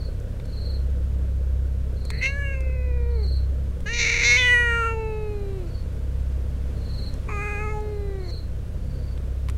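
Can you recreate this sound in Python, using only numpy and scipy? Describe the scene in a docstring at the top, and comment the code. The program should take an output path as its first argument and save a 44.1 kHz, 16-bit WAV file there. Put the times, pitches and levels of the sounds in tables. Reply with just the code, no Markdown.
"""A cat gives three long, falling yowls in a paved yard; the second breaks into a rasp, then clears.
The voice is a source and a filter: pulses from the vocal folds ring in the resonances of the mouth,
which sink as the jaw closes, so each yowl opens bright and ends nearly shut. Crickets chirp in the
weeds by stridulation, light contacts tick close by, and a far idling engine and a second machine
hum in low, wavering tones over the broadband noise of the yard."""
import sys
import numpy as np
from scipy import signal
from scipy.fft import rfft, irfft, next_fast_len
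from scipy.io import wavfile
from scipy.ndimage import uniform_filter1d

SR = 44100
rng = np.random.default_rng(int(sys.argv[2]) if len(sys.argv) > 2 else 0)


def generate_wav(signal):
    """Clip the signal to [-1, 1] and save it as 16-bit WAV at the path in sys.argv[1]."""
    frames = np.transpose(np.atleast_2d(signal))
    scaled = np.clip(frames, -1, 1) * 32767
    pcm = np.round(scaled).astype(np.int16)
    wavfile.write(sys.argv[1], SR, pcm)


N = 422037
TIME = np.arange(N) / SR

# The yowls. Each row: start, end and the fundamental's peak time in seconds, its peak level in dB,
# pharynx level in dB relative to the fundamental, air level in dB relative to the mouth.
YOWL_CALLS = [(2.109, 3.279, 3.21, -36.5, -46, -30.5), (3.856, 5.702, 5.03, -31.5, -7, -30.5),
              (7.277, 8.318, 7.93, -34.5, -2.5, -26)]
# Vibration of the folds, one curve a yowl. Each row: time in seconds, pitch in Hz.
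FOLD_PITCH = [
    [(2.11, 416.4), (2.27, 542), (2.385, 570.4), (2.64, 520.6), (2.82, 504.6), (3.06, 473.3), (3.13, 482.4),
     (3.28, 370)],
    [(3.856, 408), (3.9, 448.7), (3.965, 478), (4.045, 460), (4.25, 472.3), (4.385, 502), (5.05, 439),
     (5.27, 423.4), (5.57, 381.4), (5.7, 321)],
    [(7.278, 423.4), (7.41, 409), (7.5, 414), (7.72, 428.3), (7.88, 421.5), (8.06, 402), (8.195, 382),
     (8.32, 326)],
]
# Vocal effort, one curve a yowl. Each row: time in seconds, level at the mouth in dB.
MOUTH_LEVEL = [
    [(2.11, -43), (2.205, -43), (2.222, -24.5), (2.26, -21), (2.32, -37), (2.41, -32.5), (2.53, -37),
     (2.6, -46), (3.28, -54)],
    [(3.856, -31.5), (3.97, -29), (4.02, -22), (4.19, -24.5), (4.32, -15), (4.41, -20), (4.54, -15.5),
     (4.65, -22), (4.87, -24.5), (4.97, -37.5), (5.45, -55)],
    [(7.275, -46), (7.29, -35), (7.43, -32), (7.785, -37.5), (7.815, -47), (7.92, -53), (8.32, -50)],
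]
# The moving mouth, one curve a yowl. Each row: time in seconds, jaw resonance in Hz,
# throat resonance in Hz, height of the throat peak in dB relative to the jaw peak.
FORMANTS = [
    [(2.15, 1940, 2520, -19), (2.26, 2170, 2750, -4.5), (2.32, 1780, 2470, -2), (2.38, 1754, 2460, -15),
     (2.47, 1760, 2575, 3.5), (2.54, 1630, 2490, 6), (2.63, 626, 2412, 11), (3.15, 486, 2180, -15)],
    [(3.87, 1760, 2760, -12), (3.95, 2197, 2640, -7.5), (4.36, 2207, 2630, -23), (4.39, 2225, 3470, -9.5),
     (4.55, 1900, 2680, -14), (4.72, 1663, 2654, -20), (4.87, 1317, 2660, -11.5), (5.0, 710, 2590, -9.5),
     (5.55, 459, 2520, -17.5)],
    [(7.33, 1050, 2360, -6.5), (7.42, 1410, 2330, -1), (7.6, 1500, 2390, -1.5), (7.7, 1096, 2280, -3.5),
     (7.77, 805, 2380, -25), (7.85, 567, 2300, -15), (8.15, 452, 2080, -11.5)],
]
# Stretches of strained voice. Each row: start and end in seconds, timing jitter and long-short
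# alternation in radians, pitch quaver as a fraction, extra edge in dB.
VOCAL_STRAINS = [(2.1, 2.224, .24, 0.15, 0.0048, -5), (2.214, 2.273, 0.13, 0.036, 0.0046, 13),
                 (2.523, 3.195, 0.032, 0.03, .002, 6), (3.84, 3.934, 0.022, 0.0085, 0.0077, 16.5),
                 (3.933, 3.989, .05, 0.045, 0.0064, 25), (3.987, 4.083, 0.28, 0.14, 0.0073, 17),
                 (4.082, 4.244, 0.27, 0.15, 0.0045, 20.5), (4.241, 4.372, 0.033, 0.29, .003, 18),
                 (4.377, 4.55, 0.022, 0.012, 0.0022, 0.5), (4.83, 4.88, 0.024, 0.025, 0.017, -2),
                 (7.261, 7.323, .38, 0.0092, 0.011, 4), (7.323, 7.705, 0.015, 0.011, 0.0096, 4)]
# Upper resonances of the head, the voice's hard edge. Each row: frequency in Hz, relative gain in dB.
EDGE_SPECTRUM = [(3000, -9.5), (3550, 6), (4600, 6), (5500, 4.5), (6900, 6.5), (7400, -1), (8200, -76)]
# The airy top of the voice with the jaw wide open. 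Each row: frequency in Hz, relative gain in dB.
AIR_SPECTRUM = [(5800, -10), (6800, -4.5), (7700, 1.5), (8800, 4), (9400, -9), (10300, 2.5), (11100, -10),
                (11800, -12), (12600, -5), (13500, -19), (15500, -23)]
# Cricket chirps. Each row: time of the last stroke and length in seconds, peak level in dB, pitch in Hz.
CRICKET_CHIRPS = [(0.057, .3, -47, 4340), (0.591, .3, -64, 4460), (0.748, .34, -39.5, 4225),
                  (2.272, .32, -37.5, 4200), (3.37, .3, -38.5, 4240), (5.797, .2, -52.5, 4410),
                  (7.074, .34, -39.5, 4200), (8.377, .22, -38.5, 4210), (9.125, .42, -55.5, 4530)]
# Light contacts. Each row: start in seconds, relative body level in dB, relative snap level in dB.
TICK_EVENTS = [(0.2014, -70, -57), (0.399, -48, -73), (0.4554, -67, -56), (0.903, -65, -64),
               (2.052, -52, -49), (2.1035, -33.5, -43), (2.1084, -45, -53), (2.6064, -50, -54),
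               (3.805, -55, -56), (7.1393, -63, -50), (7.807, -57, -61), (9.177, -50, -64),
               (9.4866, -37, -49.5), (9.4978, -39.5, -44)]
# The dull and the bright part of a tick. Each row: frequency in Hz, relative level in dB.
BODY_SPECTRUM = [(400, -16), (1100, 10.5), (1600, -9), (2200, 12), (3000, -4), (3600, 6.5), (5000, -11),
                 (8000, -52)]
SNAP_SPECTRUM = [(3000, -25), (5000, 6), (6500, 5), (8500, 6), (12000, -3), (16000, -16)]
# The swell of the engine's strongest order. Each row: time in seconds, level in dB.
MAIN_ORDER_LEVEL = [(0, -29.5), (0.42, -36), (0.8, -23.5), (1.62, -23), (2.25, -31), (2.7, -23.5),
                    (3.4, -21), (4.05, -36), (4.65, -27.5), (5.6, -35.5), (6.25, -24.5), (7.1, -31.5),
                    (7.7, -32), (8.7, -33), (9.5, -25.5)]
# Weaker hum tones of the far idling engine and, in the last two rows, a second machine.
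# Each row: frequency as a ratio to the engine's strongest order, level in dB.
HUM_TONES = [(0.499, -34.5), (0.751, -38), (1.25, -53), (1.499, -36.5), (2, -44.5), (2.099, -46),
             (2.682, -48)]
# Engine puffs, yard air and low rumble. Each row: frequency in Hz, relative spectral density in dB.
PUFF_SPECTRUM = [(150, -20), (250, 0.5), (350, -0.5), (500, 3), (640, -6.5), (800, -32.5), (1200, -29),
                 (1480, -13.5), (1800, -25), (3000, -57)]
YARD_SPECTRUM = [(120, -5), (190, 2.5), (250, 2.5), (320, -8), (500, -4.5), (620, -8), (790, -16),
                 (1450, -19), (2200, -22.5), (3300, -25), (5000, -29.5), (8500, -32.5), (13000, -38),
                 (16000, -62)]
RUMBLE_SPECTRUM = [(15, 24.5), (30, -2), (70, 19), (130, 7.5), (200, -4.5), (300, -36.5)]

CUTOFF_HZ = 15850
CALM_JITTER_RAD, CALM_WAVER = 0.018, 0.0036   # the relaxed voice; waver is a fraction of the pitch
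GASP_S, GASP_DROP_DB, GASP_JITTER_RAD, GASP_AIR_DB = .1, 9.5, 0.39, 24   # a weak, frayed, airy ending
EDGE_DB, AIR_LOST_SHARE = -29.5, 0.12   # relaxed edge relative to the mouth; dB of air lost per dB of edge
WIDE_JAW_HZ, AIR_JAW_EXPONENT = 2200, 0.22   # the top resonances sink as the jaw closes
FUNDAMENTAL_RISE_DB_PER_S, FUNDAMENTAL_FALL_DB_PER_S = 11, 10
PHARYNX_HZ, PHARYNX_WIDTH_HZ = 889, 255
NOSE_HZ, NOSE_WIDTH_HZ, NOSE_DB = 4017, 380, -30.5   # level relative to the fundamental
SHUT_JAW_HZ = 806   # below this jaw resonance the voice leaves through the nose


def yowl(call, pitch_curve, level_curve, formant_curve, jaw_width_hz=150, throat_width_hz=300,
         spacing_hz=2020, ripple_db=5, stutter_db_per_rad=3.0, fade_s=0.012):
    """Source and filter: glottal pulses excite the resonances of mouth, head, pharynx and nose."""
    start, end, fullest, fullest_db, pharynx_db, air_db = call
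    span = (TIME >= start) & (TIME <= end)
    t = TIME[span]
    pitch, = curve_at(pitch_curve, t)
    mouth_db, = curve_at(level_curve, t)
    jitter, alternation, quaver, pressed_db = strain(t)
    gasp = np.clip(1 - (end - t) / GASP_S, 0, 1)
    jitter = jitter + CALM_JITTER_RAD + GASP_JITTER_RAD * gasp
    pulses, phase = vocal_folds(pitch, jitter, alternation, CALM_WAVER + quaver)
    window = dict(nperseg=768, noverlap=640)
    hz, frames, spectra = signal.stft(pulses, SR, **window)
    hz, frames = hz[:, None], frames + t[0]

    def radiate(gains, db):
        """Time-varying filtering: the pulses, coloured by gains and held at an rms level of db."""
        sound = signal.istft(spectra * minimum_phase(gains), SR, **window)[1][:len(t)]
        return from_db(db) * sound / np.sqrt(uniform_filter1d(sound ** 2, size=1200) + 1e-12)

    jaw_hz, throat_hz, throat_db = curve_at(formant_curve, frames)
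    throat = from_db(throat_db) * resonance(hz, throat_hz, throat_width_hz)
    tract = np.hypot(resonance(hz, jaw_hz, jaw_width_hz), throat)
    # the mouth passes the overtones up to a steep drop just above the throat resonance
    overtones = np.clip((hz / np.interp(frames, t, pitch) - 1.25) * 2, 0, 1)
    overtones = overtones / (1 + (hz / (1.121 * throat_hz)) ** 26)
    mouth = radiate(tract * overtones, mouth_db)
    # standing waves in the tract ripple the treble, and move up a little as the lips close
    ripple_hz = spacing_hz * (spacing_hz / jaw_hz) ** 0.17
    ripple = from_db(ripple_db * np.cos(2 * np.pi * hz / ripple_hz))
    edge = radiate(ripple * gain_at(EDGE_SPECTRUM, hz), mouth_db + EDGE_DB + pressed_db)
    air_gains = gain_at(AIR_SPECTRUM, hz * (WIDE_JAW_HZ / jaw_hz) ** AIR_JAW_EXPONENT)
    air = radiate(air_gains, mouth_db + air_db - AIR_LOST_SHARE * pressed_db + GASP_AIR_DB * gasp)
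    stutter = from_db(stutter_db_per_rad * jitter * drift(70, len(t)))
    # the fundamental grows as the lips close, then sinks as the air runs out
    sunk_db = np.maximum(FUNDAMENTAL_RISE_DB_PER_S * (fullest - t),
                         FUNDAMENTAL_FALL_DB_PER_S * (t - fullest))
    low_db = fullest_db - sunk_db - GASP_DROP_DB * gasp
    fundamental = np.sqrt(2) * from_db(low_db) * np.cos(phase)
    pharynx = radiate(resonance(hz, PHARYNX_HZ, PHARYNX_WIDTH_HZ) ** 3, low_db + pharynx_db)
    nose = radiate(resonance(hz, NOSE_HZ, NOSE_WIDTH_HZ) ** 2, low_db + NOSE_DB)
    shut = 1 / (1 + (np.interp(t, frames, jaw_hz) / SHUT_JAW_HZ) ** 8)
    voice = (mouth + edge + air) * stutter + fundamental + (1 - shut) * pharynx + shut * nose
    out = np.zeros(N)
    out[span] = voice * np.clip(np.minimum(t - t[0], t[-1] - t) / fade_s, 0, 1)
    return out


def vocal_folds(pitch, jitter, alternation, waver, breath=0.0081):
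    """Glottal oscillation: one pulse a cycle, roughened by jitter, shimmer and period doubling."""
    size = len(pitch)
    phase = 2 * np.pi * np.cumsum(pitch * (1 + waver * drift(22.4, size))) / SR
    cycle = phase / (2 * np.pi)
    timing, shimmer = (np.interp(cycle, np.arange(size), row) for row in rng.standard_normal((2, size)))
    phase = phase + jitter * timing + alternation * np.cos(phase / 2)
    # the folds close gradually, so each pulse is spread over part of its cycle
    pulses = sum(np.cos(k * phase + .13 * k * k) * (k * pitch < CUTOFF_HZ) for k in np.arange(1, 42))
    # air slips through the open folds
    leak = breath * np.sqrt(SR / pitch) * (1 + np.cos(phase)) * rng.standard_normal(size)
    return pulses * (1 + jitter * shimmer) + leak, phase


def strain(t, shift_s=0.0083, release_db_per_s=97):
    """Regime change: the folds switch quickly into uneven vibration; the extra edge decays slowly."""
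    total = 0
    for start, end, *amounts in VOCAL_STRAINS:
        inside = np.clip(.5 + np.minimum(t - start, end - t) / shift_s, 0, 1)
        total = total + np.outer(amounts, inside)
    jitter, alternation, quaver, edge_db = total
    released_db = release_db_per_s * t
    return jitter, alternation, quaver, np.maximum.accumulate(edge_db + released_db) - released_db


def crickets(period_s=.0425, rise_s=0.0088, release_s=0.0076, fall_hz_per_s=21000, swell_db=19,
             uneven_db=1.5, scrape=0.0067):
    """Stridulation: each wing stroke is a short falling tone; a chirp swells to its last strokes."""
    out, t = np.zeros(N), np.arange(-1300, 1300) / SR
    envelope = np.exp(-.5 * (t / np.where(t < 0, rise_s, release_s)) ** 2)
    for last, length, db, hz in CRICKET_CHIRPS:
        count = max(3, round(length / period_s))
        for k in range(count):   # counted back from the last stroke
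            at = round((last - k * period_s) * SR) + np.arange(len(t)) - len(t) // 2
            pitch = hz * (1 + scrape * drift(400, len(t))) - fall_hz_per_s * t
            phase = 2 * np.pi * np.cumsum(pitch) / SR
            tone = np.sin(phase) + from_db(-23) * np.sin(2 * phase) + from_db(-28) * np.sin(3 * phase)
            below_peak_db = swell_db * ((k - 1) / (count - 2)) ** 2 * min(1, count / 6)
            level = from_db(db + uneven_db * rng.standard_normal() - below_peak_db)
            out[at[at >= 0]] += (level * tone * envelope)[at >= 0]
    return out


def ticks(t60=0.02, body_gain_db=5, snap_gain_db=7):
    """Damped impact: a light, dry contact gives a dull body and a bright snap, gone in milliseconds."""
    out, t = np.zeros(N), np.arange(2048) / SR
    for start, body_db, snap_db in TICK_EVENTS:
        body = from_db(body_db + body_gain_db) * noise(BODY_SPECTRUM, len(t))
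        snap = from_db(snap_db + snap_gain_db) * noise(SNAP_SPECTRUM, len(t))
        at = round(start * SR)
        out[at:at + len(t)] += ((body + snap) * from_db(-60 * t / t60))[:N - at]
    return out


def far_machines(main_hz=65.18, main_wander_rad=0.33, wander_rad=1.0, throb_db=2,
                 puff_db=-47, puff_swing_db=4, puff_fade_db_per_s=0.37):
    """Periodic vibration: an idling engine hums and puffs at each firing; a second machine hums too."""
    main_db, = curve_at(MAIN_ORDER_LEVEL, TIME)
    phase = 2 * np.pi * main_hz * TIME
    hum = from_db(main_db) * np.sin(phase + main_wander_rad * drift(0.5, N))
    for ratio, db in HUM_TONES:
        level = from_db(db + throb_db * drift(5.4, N))
        hum = hum + level * np.sin(ratio * phase + wander_rad * drift(2.66, N))
    firing = unit_rms(from_db(puff_swing_db * np.cos(phase / 2) + throb_db * drift(11, N)))
    puffs = from_db(puff_db - puff_fade_db_per_s * TIME) * firing * noise(PUFF_SPECTRUM, N)
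    return np.sqrt(2) * hum + puffs


def yard_air(air_db=-47, swell_db=1.95, rumble_db=-36):
    """Ambient noise: a broad, slowly swelling hush over a steady low rumble."""
    hush = from_db(air_db) * noise(YARD_SPECTRUM, N) * from_db(swell_db * drift(0.53, N))
    return hush + from_db(rumble_db) * noise(RUMBLE_SPECTRUM, N)


def scatter(x, t60):
    """Diffuse reflection: the ground and bushes return a thin, short wash."""
    t = np.arange(SR // 2) / SR
    tail = rng.standard_normal(len(t)) * from_db(-60 * t / t60) * (t > .004)
    return signal.fftconvolve(x, tail / np.linalg.norm(tail))[:N]


def resonance(hz, centre, width, steepness=0.57):
    """Resonance: a response of height 1 at the centre frequency, falling away on both sides."""
    return (1 + ((hz ** 2 - centre ** 2) / ((hz + 1) * width)) ** 2) ** -steepness


def minimum_phase(gains):
    """Causality: the gains take the phase of a real resonator, which rings only after it is struck."""
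    cepstrum = irfft(np.log(gains + 1e-4), axis=0)
    lag = np.arange(len(cepstrum))[:, None]
    return np.exp(rfft(cepstrum * (1 + np.sign(lag)) * (lag < len(cepstrum) / 2), axis=0))


def noise(points, size):
    """Spectral shaping: white noise takes on the given spectrum, at rms 1."""
    fast = next_fast_len(size)
    gains = gain_at(points, np.fft.rfftfreq(fast, 1 / SR))
    return unit_rms(irfft(rfft(rng.standard_normal(fast)) * gains, fast)[:size])


def drift(rate_hz, size):
    """Random fluctuation: noise low-passed at rate_hz, at rms 1."""
    fast = next_fast_len(size)
    rolloff = 1 + (np.fft.rfftfreq(fast, 1 / SR) / rate_hz) ** 4
    return unit_rms(irfft(rfft(rng.standard_normal(fast)) / rolloff, fast)[:size])


def gain_at(points, hz):
    """Interpolation in dB over log frequency: a spectrum's gains at hz."""
    known_hz, db = np.transpose(points)
    return from_db(np.interp(np.log(hz + 1), np.log(known_hz), db))


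def curve_at(rows, t):
    """Linear interpolation: a curve's columns at times t."""
    seconds, *columns = np.transpose(rows)
    return [np.interp(t, seconds, column) for column in columns]


def from_db(db):
    return 10 ** (np.asarray(db) / 20)


def unit_rms(x):
    return x / np.sqrt(np.mean(x ** 2) + 1e-20)


def scene():
    """Superposition: the near cat and farther crickets, their reflections, ticks, machines and yard."""
    cat = sum(yowl(*parts) for parts in zip(YOWL_CALLS, FOLD_PITCH, MOUTH_LEVEL, FORMANTS))
    chirps = crickets()
    yard = yard_air()
    near_wash = from_db(-22) * scatter(cat, t60=.18)
    far_wash = from_db(-1.5) * scatter(chirps, t60=0.25)
    return (cat + near_wash + chirps + far_wash + ticks() + far_machines() + yard)[None]


def record(dry):
    """Band limiting: a steep low-pass filter removes the highest treble."""
    return signal.sosfilt(signal.ellip(12, .1, 90, CUTOFF_HZ, fs=SR, output="sos"), dry)


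dry = scene()
out = record(dry)
generate_wav(out)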